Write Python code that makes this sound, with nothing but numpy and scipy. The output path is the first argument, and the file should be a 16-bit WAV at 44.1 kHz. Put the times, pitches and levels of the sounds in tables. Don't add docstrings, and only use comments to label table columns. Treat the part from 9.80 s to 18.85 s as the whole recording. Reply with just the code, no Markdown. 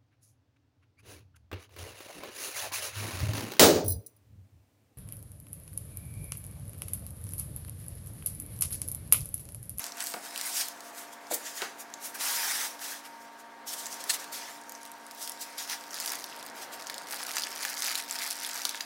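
import sys
import numpy as np
from scipy import signal
from scipy.fft import rfft, irfft, next_fast_len
from scipy.io import wavfile
from scipy.ndimage import uniform_filter1d, map_coordinates

SR = 44100
rng = np.random.default_rng(int(sys.argv[2]) if len(sys.argv) > 2 else 0)


def put_to_file(sound):
    columns = np.atleast_2d(sound).T
    safe = np.clip(columns, -1, 1)
    whole_steps = np.round(safe * 32767)
    wavfile.write(sys.argv[1], SR, whole_steps.astype(np.int16))


def gain_from_decibels(decibels):
    exponent = np.asarray(decibels, float) / 20
    return 10 ** exponent


N = 399105


def unit(x):
    return x / np.sqrt(np.mean(x ** 2) + 1e-20)


def along(points, hz):
    f, v = np.transpose(points)
    return np.interp(np.log(hz + 1), np.log(f + 1), v)


def curves(rows):
    s, *cols = np.transpose(rows)
    return [np.interp(np.arange(N) / SR, s, c) for c in cols]


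def wobble(rate_hz):
    return map_coordinates(rng.standard_normal(int(N * rate_hz / SR) + 4), [np.arange(N) * rate_hz / SR])


def filtered(x, response):
    m = next_fast_len(N + SR // 2)
    return irfft(rfft(x, m) * response(np.fft.rfftfreq(m, 1 / SR)), m)[..., :N]


def placed(seconds, rows):
    at = np.round(np.asarray(seconds) * SR).astype(int)[:, None] + np.arange(rows.shape[1])
    return np.bincount(at.ravel(), rows.ravel(), N + SR)[:N]


def patches(shape, across, along_time):
    field = uniform_filter1d(rng.standard_normal(shape), across, 0)
    return unit(uniform_filter1d(field, along_time, 1))


def resonances(f, modes):
    total = 0
    for k, (centre_hz, width_hz, db) in enumerate(modes):
        damping = 1j * f * width_hz
        total = total + (-1) ** k * gain_from_decibels(db) * damping / (centre_hz * centre_hz - f * f + damping)
    return total


def rustle():
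    # t/s, share [0-1]
    crackle_share = [(0, .3), (.62, .25), (.67, .05), (1.5, .1), (2.45, .02), (4.75, .08), (4.8, .3),
                     (5.33, .3), (5.4, .12), (6, .15), (6.1, .7), (6.7, .85), (6.78, .1), (6.97, .1),
                     (7.03, .8), (9.05, .7)]
    # f/Hz, density/dB
    rub_colour = [(400, -34.5), (800, 0), (950, -4), (1250, -1.5), (1650, 2.5), (2900, -2.5), (5900, -1.5),
                  (7500, -2), (9000, -2), (13500, -5.5), (16000, -9)]
    share = np.clip(curves(crackle_share)[0], 0, 1)
    rough = rng.standard_normal(N) * gain_from_decibels(0.92 * wobble(60))
    rub = unit(filtered(rough, lambda hz: gain_from_decibels(along(rub_colour, hz))))
    mix = np.sqrt(share) * crackle() + np.sqrt(1 - share) * rub
    hz, t, z = signal.stft(mix, SR, nperseg=256)
    level_db, bright_db, body_db, fold_hz = handling(t)

    def octaves(centre_hz):
        return np.log2((hz[:, None] + 1) / centre_hz)

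    gain_db = (bright_db + 2.5) / (1 + 2 ** (-6 * octaves(7100)))
    gain_db += (body_db + 5.5) / (1 + 2 ** (6 * octaves(2720)))
    gain_db += 2.8 * np.exp(-(octaves(fold_hz) / .2) ** 2)
    gain_db += 2.2 * patches(z.shape, across=2, along_time=16)
    sound = signal.istft(z * gain_from_decibels(gain_db), SR, nperseg=256)[1][:N]
    return gain_from_decibels(np.interp(np.arange(N) / SR, t, level_db)) * unit(sound)


def handling(t):
    # peak t/s, fade/s, level/dB, brightness/dB, foam body/dB
    tray_strokes = [(0, 0.17, -43, -2, -4), (0.062, 0.079, -39, -8, -6), (.21, 0.12, -40, -2, 2),
                    (.28, 0.18, -40, 0, -11.5), (.46, 0.12, -42, -3, -5), (.61, 0.35, -38.5, -6.5, -5.5),
                    (.67, 0.13, -38, 5.5, -8), (0.774, 0.15, -29, -1.5, -16), (.812, 0.063, -29, -6, -10),
                    (.87, 0.087, -47, -13, 8), (1.06, 0.19, -51.5, 2, -9), (1.193, 0.12, -45.5, 4, -2),
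                    (1.541, 0.031, -33.5, 9.5, -20), (1.6, 0.35, -48, -4, -8), (1.671, 0.096, -35, -7, -11),
                    (1.78, 0.095, -37, -2, -11), (1.83, 0.11, -35, -12, -2.5), (2.006, 0.055, -44, 2.5, -8),
                    (2.251, 0.1, -41.5, 4.5, -6.5), (3.256, 0.049, -46, -2, 0),
                    (1.33, 0.051, -48.5, -4, -24), (3.42, 0.11, -59.5, 6, -16), (3.6, .05, -56.5, 2, -16)]
    grip_strokes = [(3.935, 0.033, -34.5, 0, -13), (4.0, 0.092, -39, 0.5, -22), (4.12, 0.083, -38, -6, -20),
                    (4.21, 0.043, -36.5, -8, -16), (4.343, 0.046, -30, -3, -13), (4.4, 0.1, -40, -6, -10),
                    (4.7, 0.15, -44, -5, -4), (4.62, 0.17, -43.5, -11, -6), (5.43, 0.14, -38.5, -2.5, -17),
                    (5.62, 0.051, -37.5, 0.5, -14), (5.916, 0.08, -31.5, -6.5, -7.5),
                    (6.78, 0.084, -45, -4, -6), (6.823, 0.056, -38.5, -5, -8), (6.937, 0.049, -41, -1, -9)]
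    # peak t/s, fade/s, level/dB
    tug_rows = [(6.15, 0.084, -41), (6.24, 0.2, -38.5), (6.315, 0.15, -35), (7.0, 0.031, -43.5),
                (7.33, 0.11, -37.5), (7.42, 0.19, -39.5), (7.5, 0.17, -38.5), (7.58, 0.14, -36.5),
                (7.86, 0.37, -36), (8.0, 0.13, -42), (8.07, 0.22, -31.5), (8.18, 0.076, -34.5),
                (8.319, 0.11, -38.5), (8.43, 0.35, -35), (8.51, 0.077, -42), (8.628, 0.099, -38),
                (8.76, 0.44, -37.5), (8.87, 0.17, -43)]
    # peak t/s, fade/s, level/dB, brightness/dB, foam body/dB
    slips = [
        (1.516, 0.11, -35, 1.5, -9),
        (2.35, 0.086, -46, 7.5, 5),
        (3.877, 0.14, -36, -2.5, -23),
        (4.275, .1, -43, -3, -12),
        (4.302, 0.048, -30, 1.5, -11),
        (4.529, 0.19, -37, -1.5, -8.5),
        (5.787, 0.12, -31.5, -8, -11),
    ]
    # t/s, level/dB
    drag = [
        (2.37, -54),
        (2.41, -34),
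        (2.46, -30),
        (2.67, -32),
        (2.85, -33.5),
        (2.98, -57.5),
        (3.02, -40),
        (3.12, -38.5),
        (3.2, -52),
        (3.24, -69),
    ]
    # t/s, level/dB
    tension = [(1.0, -56), (1.44, -56.5), (2.1, -56.5), (3.3, -56), (3.85, -64), (3.9, -44), (4.86, -56.5),
               (4.92, -53), (5.22, -56), (5.7, -49.5), (6.1, -50), (6.65, -48.5), (6.72, -57),
               (6.89, -54.5), (7.05, -47.5), (7.25, -51.5), (7.6, -45), (9.05, -51)]
    # t/s, f/Hz
    fold = [(0, 6470), (.7, 10000), (.78, 5230), (1.5, 7240), (2.4, 5500), (4.0, 6100), (5.6, 5350),
            (8.3, 5000), (9.05, 3980)]
    tugs = [(*row, -5 - 0.7 * (row[0] - tug_rows[0][0]), -1.5) for row in tug_rows]
    s, fade_s, db, bright_db, body_db = np.transpose(tray_strokes + grip_strokes + tugs + slips)
    fade_s = np.maximum(fade_s, .01)
    is_swell = np.arange(len(s)) < len(s) - len(slips)
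    rise_s = np.where(is_swell, 0.65 * fade_s, 0.017)
    late = t - s[:, None]
    fall_db, roundness = 22.5, 1.24
    strokes_db = db[:, None] - fall_db * np.maximum(late / fade_s[:, None], -late / rise_s[:, None]) ** roundness
    drag_db = np.interp(t, *np.transpose(drag), left=-120, right=-120)
    tension_db = np.interp(t, *np.transpose(tension))
    power = gain_from_decibels(2 * np.vstack([strokes_db, drag_db, tension_db]))
    total = power.sum(axis=0)
    bright = np.append(bright_db, [-1.5, -6.5]) @ power / total
    body = np.append(body_db, [-6.5, -3]) @ power / total
    return 10 * np.log10(total), bright, body, np.interp(t, *np.transpose(fold))


def crackle():
    # f/Hz, density/dB
    film_colour = [(500, -30), (900, 5), (1800, -3), (2900, -12.5), (4900, -4.5), (7400, -5.5), (10600, 1),
                   (16000, 1.5)]
    draw = rng.random((4200, 4))
    seconds = draw[:, 0] * N / SR
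    clump_db = 2 * wobble(40)[(seconds * SR).astype(int)]
    size = gain_from_decibels(np.minimum(-5 * np.log(draw[:, 1]), 8.5) + clump_db)
    rows = buckles(2500 * 3.8 ** draw[:, 2], np.full(len(draw), -10.), .0015 + .002 * draw[:, 3], width=.6)
    film = filtered(placed(seconds, rows * size[:, None]), lambda hz: gain_from_decibels(along(film_colour, hz)))
    return film / np.sqrt(np.abs(uniform_filter1d(film ** 2, size=SR // 16)) + 1e-9)


def buckles(hz, top_db, t60_s, width):
    t, f = np.arange(384) / SR, np.fft.rfftfreq(384, 1 / SR) + 1
    late = np.maximum(t - .001, 0)
    envelope = gain_from_decibels(-60 * late / t60_s[:, None]) * (1 - np.exp(-late / .00012))
    burst = rng.standard_normal((len(hz), 384)) * envelope
    bump = np.exp(-(np.log(f / hz[:, None]) / width) ** 2)
    skirt = gain_from_decibels(top_db)[:, None] / (1 + (2500 / f) ** 4) / (1 + (f / 13000) ** 2)
    rows = irfft(rfft(burst) * (bump + skirt), 384)
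    return rows / np.abs(rows).max(axis=1, keepdims=True)


def snaps():
    # t/s, peak level/dB, centre f/Hz, skirt level/dB
    snap_rows = [(0.0414, -18, 8400.0, 12), (0.1208, -24.5, 5300.0, -10), (0.2049, -17, 8100.0, -5),
                 (0.225, -17.5, 8300.0, -2), (0.2703, -18, 10300.0, -6), (0.56, -17.5, 3230, -17),
                 (0.577, -18, 7200.0, -1), (0.6126, -11.5, 5700.0, 7), (0.8843, -16.5, 10400, 19),
                 (1.0063, -28.5, 8300, -2), (1.819, -18, 3300, -18), (2.1394, -22.5, 5500, -16),
                 (2.993, -30, 5000, -11),
                 (4.058, -20, 6400, -13), (4.0659, -17, 8400, -6), (4.24, -22.5, 8300, 1),
                  (4.3053, -20, 4200, -14), (4.443, -25, 6300, 8), (4.895, -23, 11900, -2),
                  (4.921, -24, 8750, -3), (4.951, -28.5, 5500.0, -21), (5.053, -26, 14100.0, -5),
                  (5.1169, -28, 10100, -12), (5.266, -28.5, 9000.0, -5), (5.311, -26.5, 10300.0, -7),
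                  (5.3483, -29, 14900, -17), (5.476, -18.5, 4550, 5), (5.4953, -18.5, 10800, -13),
                  (5.7813, -20.5, 10500, -18), (5.898, -19, 4180, -21),
                 (6.1081, -27, 6000.0, -14), (6.143, -18.5, 4500.0, -10), (6.201, -14.5, 11400.0, 4),
                     (6.2246, -24, 6400.0, -8.0), (6.26, -16.5, 11000.0, -7), (6.277, -18, 5500.0, -6),
                     (6.4419, -18.5, 4300.0, -5), (6.526, -30, 2690, -31), (6.6275, -26.5, 10500.0, 7),
                     (6.664, -24, 11700.0, 19), (7.0227, -26.5, 4800.0, -18), (7.07, -20, 5740, -16),
                     (7.0986, -18, 4020, -9), (7.1427, -20, 5900.0, 0), (7.181, -20, 6000, -10),
                     (7.271, -29.0, 4800.0, -3), (7.309, -24, 7100.0, 0), (7.3247, -23.5, 5900.0, -11),
                     (7.3436, -20, 11400.0, -5), (7.4673, -20, 5300.0, -15),
                 (7.557, -18, 8000, -20), (7.5682, -15, 6300, -12), (7.5824, -12.5, 5340, -6),
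                  (7.621, -17.5, 4700.0, -13.0), (7.636, -16.5, 4100, -25), (7.67, -25.5, 6500.0, -22),
                  (7.831, -18, 5760, 4), (7.8507, -14.5, 3120, -10), (8.022, -14, 6000.0, -2),
                  (8.049, -17, 9900, -3), (8.0918, -20, 4500.0, -25), (8.1228, -24, 7400.0, -11),
                  (8.1544, -11, 5000, -9), (8.1998, -21, 4650, 0), (8.31, -16, 6460, -20),
                  (8.388, -18.5, 4670, -14.0), (8.464, -18, 5030, 15), (8.5043, -16.5, 9350, 5),
                  (8.5173, -21, 4570, -10), (8.648, -18, 3830, -15), (8.663, -19, 9200, -13),
                  (8.7584, -19, 6300, -11.0), (8.818, -19, 6400.0, -9), (8.8522, -8.5, 4200, -15),
                  (8.8927, -16, 4400, -4), (9.008, -16, 4750, -16)]
    # t/s, peak level/dB, centre f/Hz
    pops = [(0.341, -23.5, 1500), (.5965, -31, 2600), (1.825, -28, 770), (5.929, -26, 1530),
            (7.337, -26, 1380), (7.568, -21, 1270), (7.583, -26, 2060), (7.67, -24, 1730),
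            (7.851, -22, 1320), (8.083, -23, 1540), (8.153, -26, 2030), (8.754, -29, 920),
            (8.853, -26.5, 1000), (8.946, -27, 1410), (9.006, -25, 1980), (1.527, -28, 580),
            (7.0985, -29, 1420), (.344, -29, 1000)]
    s, db, hz, top_db = np.transpose(snap_rows)
    t60_s = .0042 * gain_from_decibels(.2 * (db + 22))
    direct = placed(s - .001, gain_from_decibels(db - 1.35)[:, None] * buckles(hz, top_db + 8.5, t60_s, width=0.28))
    s, db, hz = np.transpose(pops)
    direct += placed(s - .001, gain_from_decibels(db - 0.4)[:, None] * buckles(hz, db * 0 - 28.0, 14 / hz, width=0.61))
    direct += ticks()
    first_echo = gain_from_decibels(-13.0) * np.roll(direct, round(.0023 * SR))
    second_echo = gain_from_decibels(-11) * np.roll(direct, round(.0041 * SR))
    return direct + first_echo + second_echo


def ticks():
    # t/s, peak level/dB, centre f/Hz
    tick_rows = [(0.0169, -25, 6400), (0.0315, -26, 6400), (0.0557, -24, 8700), (0.0656, -21, 7300),
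                 (0.0815, -29, 7000), (0.1711, -24, 8000), (0.24, -15, 8600), (0.339, -19, 6800),
                 (0.975, -41, 5200), (1.149, -31, 7100), (1.1613, -42, 5000), (1.4693, -33, 5300),
                 (2.1024, -40, 8200), (2.9698, -39, 5900), (3.1924, -34, 4800), (4.0703, -27, 7400),
                 (4.1274, -21, 6000), (4.1423, -25, 7100), (4.1632, -35, 6200), (4.4774, -38, 5000),
                 (4.8148, -33, 6600), (4.8371, -35, 6900), (4.9606, -35, 5500), (5.0164, -33, 5800),
                 (5.032, -24.5, 7600), (5.062, -27, 7000), (5.0751, -32, 8800), (5.3174, -30, 7200),
                 (5.3602, -37, 5600), (5.4267, -22, 8400), (5.5195, -21, 8300), (5.575, -33, 5400),
                 (5.59, -38, 3970), (5.8262, -21, 9400), (5.8768, -23, 6300), (6.0102, -30, 5100),
                 (6.0394, -27, 5200), (6.0951, -41, 4400), (6.1141, -30, 8500), (6.1322, -24, 4900),
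                 (6.1574, -26, 6300), (6.1693, -26, 6400), (6.18, -22, 6700), (6.187, -18, 5100),
                 (6.2071, -22, 5300), (6.2146, -22, 5100), (6.2368, -27, 7700), (6.2409, -19, 6400),
                 (6.2699, -20, 9000), (6.2818, -22, 7900), (6.2879, -23, 7300), (6.294, -19, 6600),
                 (6.3027, -18, 5800), (6.321, -23, 7900), (6.3305, -25, 5900),
                 (6.3629, -31, 7200), (6.3985, -24, 7800), (6.4246, -34, 6800), (6.4712, -34, 3900),
                     (6.4794, -37, 4600), (6.4913, -35, 4900), (6.4975, -34, 5900), (6.5033, -33, 5300),
                     (6.5121, -35, 4900), (6.5727, -31, 4000), (6.5774, -32, 5400), (6.591, -32, 7300),
                     (6.5969, -30, 4600), (6.6073, -33, 5400), (6.6127, -35, 4400), (6.6799, -33, 5600),
                     (6.687, -35, 4600), (6.6994, -26, 5900), (6.7511, -36, 6400), (6.9739, -39, 3500),
                     (6.9849, -37, 3800), (7.0397, -34, 5900), (7.0485, -35, 6400), (7.0846, -30, 4700),
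                     (7.1024, -29, 4500), (7.1181, -32, 6100), (7.1223, -33, 3900), (7.1513, -29, 5200),
                     (7.1848, -32, 6000), (7.1966, -35, 7300), (7.2192, -30, 6800), (7.2867, -25, 7400),
                     (7.2933, -32, 4100), (7.3307, -22, 8200), (7.3621, -23, 7100), (7.3658, -31, 6500),
                     (7.3885, -31, 4900), (7.4076, -25, 5400), (7.4317, -27, 5300), (7.441, -33, 6500),
                     (7.4511, -27, 7200), (7.5376, -23, 7900), (7.5406, -28, 5200), (7.5963, -21, 7800),
                     (7.6402, -21, 5100), (7.7052, -27, 9300), (7.7125, -25, 7400), (7.7467, -29, 5800),
                 (7.7607, -23, 7100), (7.8221, -18, 6200), (7.9211, -31, 5300), (7.9302, -25, 4500),
                  (7.9713, -24, 5600), (7.979, -20, 6200), (7.9926, -20, 7500), (8.0065, -22, 6000),
                  (8.0294, -16, 8000), (8.059, -19, 5200), (8.069, -20, 7200), (8.1088, -23, 5800),
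                  (8.1482, -21, 4370), (8.1588, -21, 5500), (8.2255, -29, 5300), (8.2871, -30, 5600),
                  (8.2938, -30, 5000), (8.3268, -20, 6800), (8.3438, -25, 6900), (8.3553, -20, 8500),
                  (8.3925, -23, 6800), (8.397, -20, 5500), (8.4178, -27, 5600), (8.433, -28, 8100),
                  (8.509, -13.5, 6900), (8.5136, -22, 7400), (8.5571, -30, 5500), (8.5883, -25, 5400),
                  (8.6119, -22, 5200), (8.6266, -30, 4600), (8.6419, -24, 5100), (8.6753, -24, 7550),
                  (8.6912, -18, 9000), (8.7069, -33, 8200), (8.7131, -20, 5470), (8.7334, -23, 5400),
                  (8.7442, -24, 5500), (8.7939, -26, 5300), (8.856, -21, 4900), (8.8684, -27, 7000),
                  (8.9116, -29, 5500), (8.9464, -25, 3100), (8.9561, -24, 5100), (8.9651, -26, 5000),
                  (8.9695, -28, 5400), (8.9762, -26, 4400), (9.0238, -28, 5100)]
    s, db, hz = np.transpose(tick_rows)
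    return placed(s - .001, gain_from_decibels(db - 3.0)[:, None] * buckles(hz, db * 0 - 14.0, db * 0 + 0.0027, width=0.57))


def rip():
    # f/Hz, width/Hz, level/dB
    rip_modes = [(1850, 240, -5.5), (2770, 250, -8.5), (4130, 250, 0.5), (5350, 250, -8), (6400, 250, -6),
                 (8300, 380, -3)]
    start_s, hold_s, t60_s, level_db = 4.2945, 0.01, 0.046, -24
    late = np.arange(N) / SR - start_s
    grip = np.clip(late / 0.0018, 0, 1) * gain_from_decibels(-60 * np.maximum(late - hold_s, 0) / t60_s)
    friction = rng.standard_normal(N) * gain_from_decibels(2.3 * wobble(399.8))
    bands = filtered(friction, lambda f: resonances(f, rip_modes))
    return gain_from_decibels(level_db) * grip * unit(bands)


def squeak():
    # t/s, level/dB, f/Hz
    squeak_path = [
        (2.4, -95, 962),
        (2.45, -51, 964),
        (2.56, -44, 948),
        (2.63, -43, 902),
        (2.75, -84, 870),
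    ]
    db, hz = curves(squeak_path)
    phase = 2 * np.pi * np.cumsum(hz + 12 * wobble(60)) / SR
    return gain_from_decibels(db + 1.73 * wobble(47.0)) * np.sin(phase)


def knocks():
    # t/s, peak level/dB, t60/s, centre f/Hz, width/Hz
    contacts = [
        (.34, -30.5, 0.054, 800, 500),
        (.362, -30.5, 0.26, 736, 120),
        (1.52, -28.5, 0.25, 520, 200),
        (1.819, -34.5, 0.16, 600, 900),
    ]
    # f/Hz, width/Hz, level/dB
    tray_modes = [(197, 115, 6), (467, 170, 0), (550, 28, -4), (694, 100, 0.5), (870, 120, -5.5),
                  (1450, 66, 0), (1920, 390, -1.5)]
    t, blows = np.arange(SR // 5) / SR, np.zeros(N)
    for s, db, t60_s, centre_hz, width_hz in contacts:
        envelope = gain_from_decibels(-60 * t / t60_s) + 3 * gain_from_decibels(-60 * t / .025)
        push = gain_from_decibels(db + 6) * envelope * rng.standard_normal(len(t))
        band = signal.lfilter(*signal.iirpeak(centre_hz, centre_hz / width_hz, SR), push)
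        blows += placed([s], (band + 0.21 * push)[None])
    return filtered(blows, lambda f: (1j * f / (120 + 1j * f)) ** 4 * resonances(f, tray_modes))


def thump():
    start_s, level_db, end_hz, t60_s, sag = 1.5122, -24.5, 510, 0.048, .7
    t = np.arange(SR // 10) / SR
    hz = end_hz * (1 + sag * np.exp(-t / 0.0037))
    tone = -np.sin(2 * np.pi * np.cumsum(hz) / SR)
    return placed([start_s], gain_from_decibels(level_db - 60 * t / t60_s)[None] * tone)


def fan():
    # multiple of shaft rate, rms level/dB, change while trays shade the fan/dB
    blades = [(1, -67.5, -0.5), (3, -61, 4.5), (4, -54.5, -4.5), (5, -64.5, 1), (7, -65.5, -2)]
    # f/Hz, rms level/dB
    motor = [(286.9, -63.5)]
    # f/Hz, density/dB
    air_colour = [(30, -46), (105, -19), (200, -10), (400, -3.5), (530, -0.5), (900, 1.5), (1250, -2.5),
                  (1550, -1.5), (2000, -5), (2700, -13), (5000, -18.5), (8000, -47), (16000, -68)]
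    shaft_hz = 231.6
    turn = 2 * np.pi * np.cumsum(shaft_hz * (1 + 0.001565 * wobble(3))) / SR
    t = np.arange(N) / SR
    shade = np.interp(t, [1.5, 2.9], [1, 0])
    tones = np.zeros(N)
    for k, db, change_db in blades:
        tones += gain_from_decibels(db + change_db * shade + 1.2 * wobble(12)) * np.sin(k * turn)
    for hz, db in motor:
        tones += gain_from_decibels(db + 1.0 * wobble(12)) * np.sin(2 * np.pi * hz * t + 0.66 * wobble(8.8))
    air = unit(filtered(rng.standard_normal(N), lambda hz: gain_from_decibels(along(air_colour, hz))))
    return np.sqrt(2) * tones + gain_from_decibels(-50.5 + 1.8 * wobble(1.65)) * air


def room(x):
    # f/Hz, t60/s
    walls = [(300, 0.5), (4000, 0.38), (15000, 0.054)]
    hz, t, z = signal.stft(rng.standard_normal(SR // 3), SR, nperseg=256)
    tail = signal.istft(z * gain_from_decibels(-60 * t / along(walls, hz)[:, None]), SR, nperseg=256)[1]
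    return signal.fftconvolve(np.pad(x, (200, 0)), tail / np.linalg.norm(tail))[:N]


def scene():
    # f/Hz, level/dB
    side_colour = [(60, -15), (150, -37), (380, -27), (950, -23.5), (2380, -29.5), (5980, -31),
                   (15000, -12)]
    contacts = np.array([snaps(), knocks() + thump()])
    clicks, thuds = filtered(contacts, lambda f: 1 / (1 + (150 / (f + 1)) ** 6))
    echoes = room(0.26 * clicks + gain_from_decibels(-11.0) * thuds)
    mid = clicks + thuds + echoes + rustle() + squeak() + fan() + rip()
    other = mid * wobble(200)
    side = filtered(other, lambda hz: gain_from_decibels(along(side_colour, hz)))
    return np.array([mid + side, mid - side])


def top_cut(x):
    return signal.sosfilt(signal.butter(12, 16970, fs=SR, output="sos"), x)


def record(dry):
    limited = filtered(dry, lambda hz: hz < 15850)
    return top_cut(limited)


dry = scene()
out = record(dry)
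put_to_file(out)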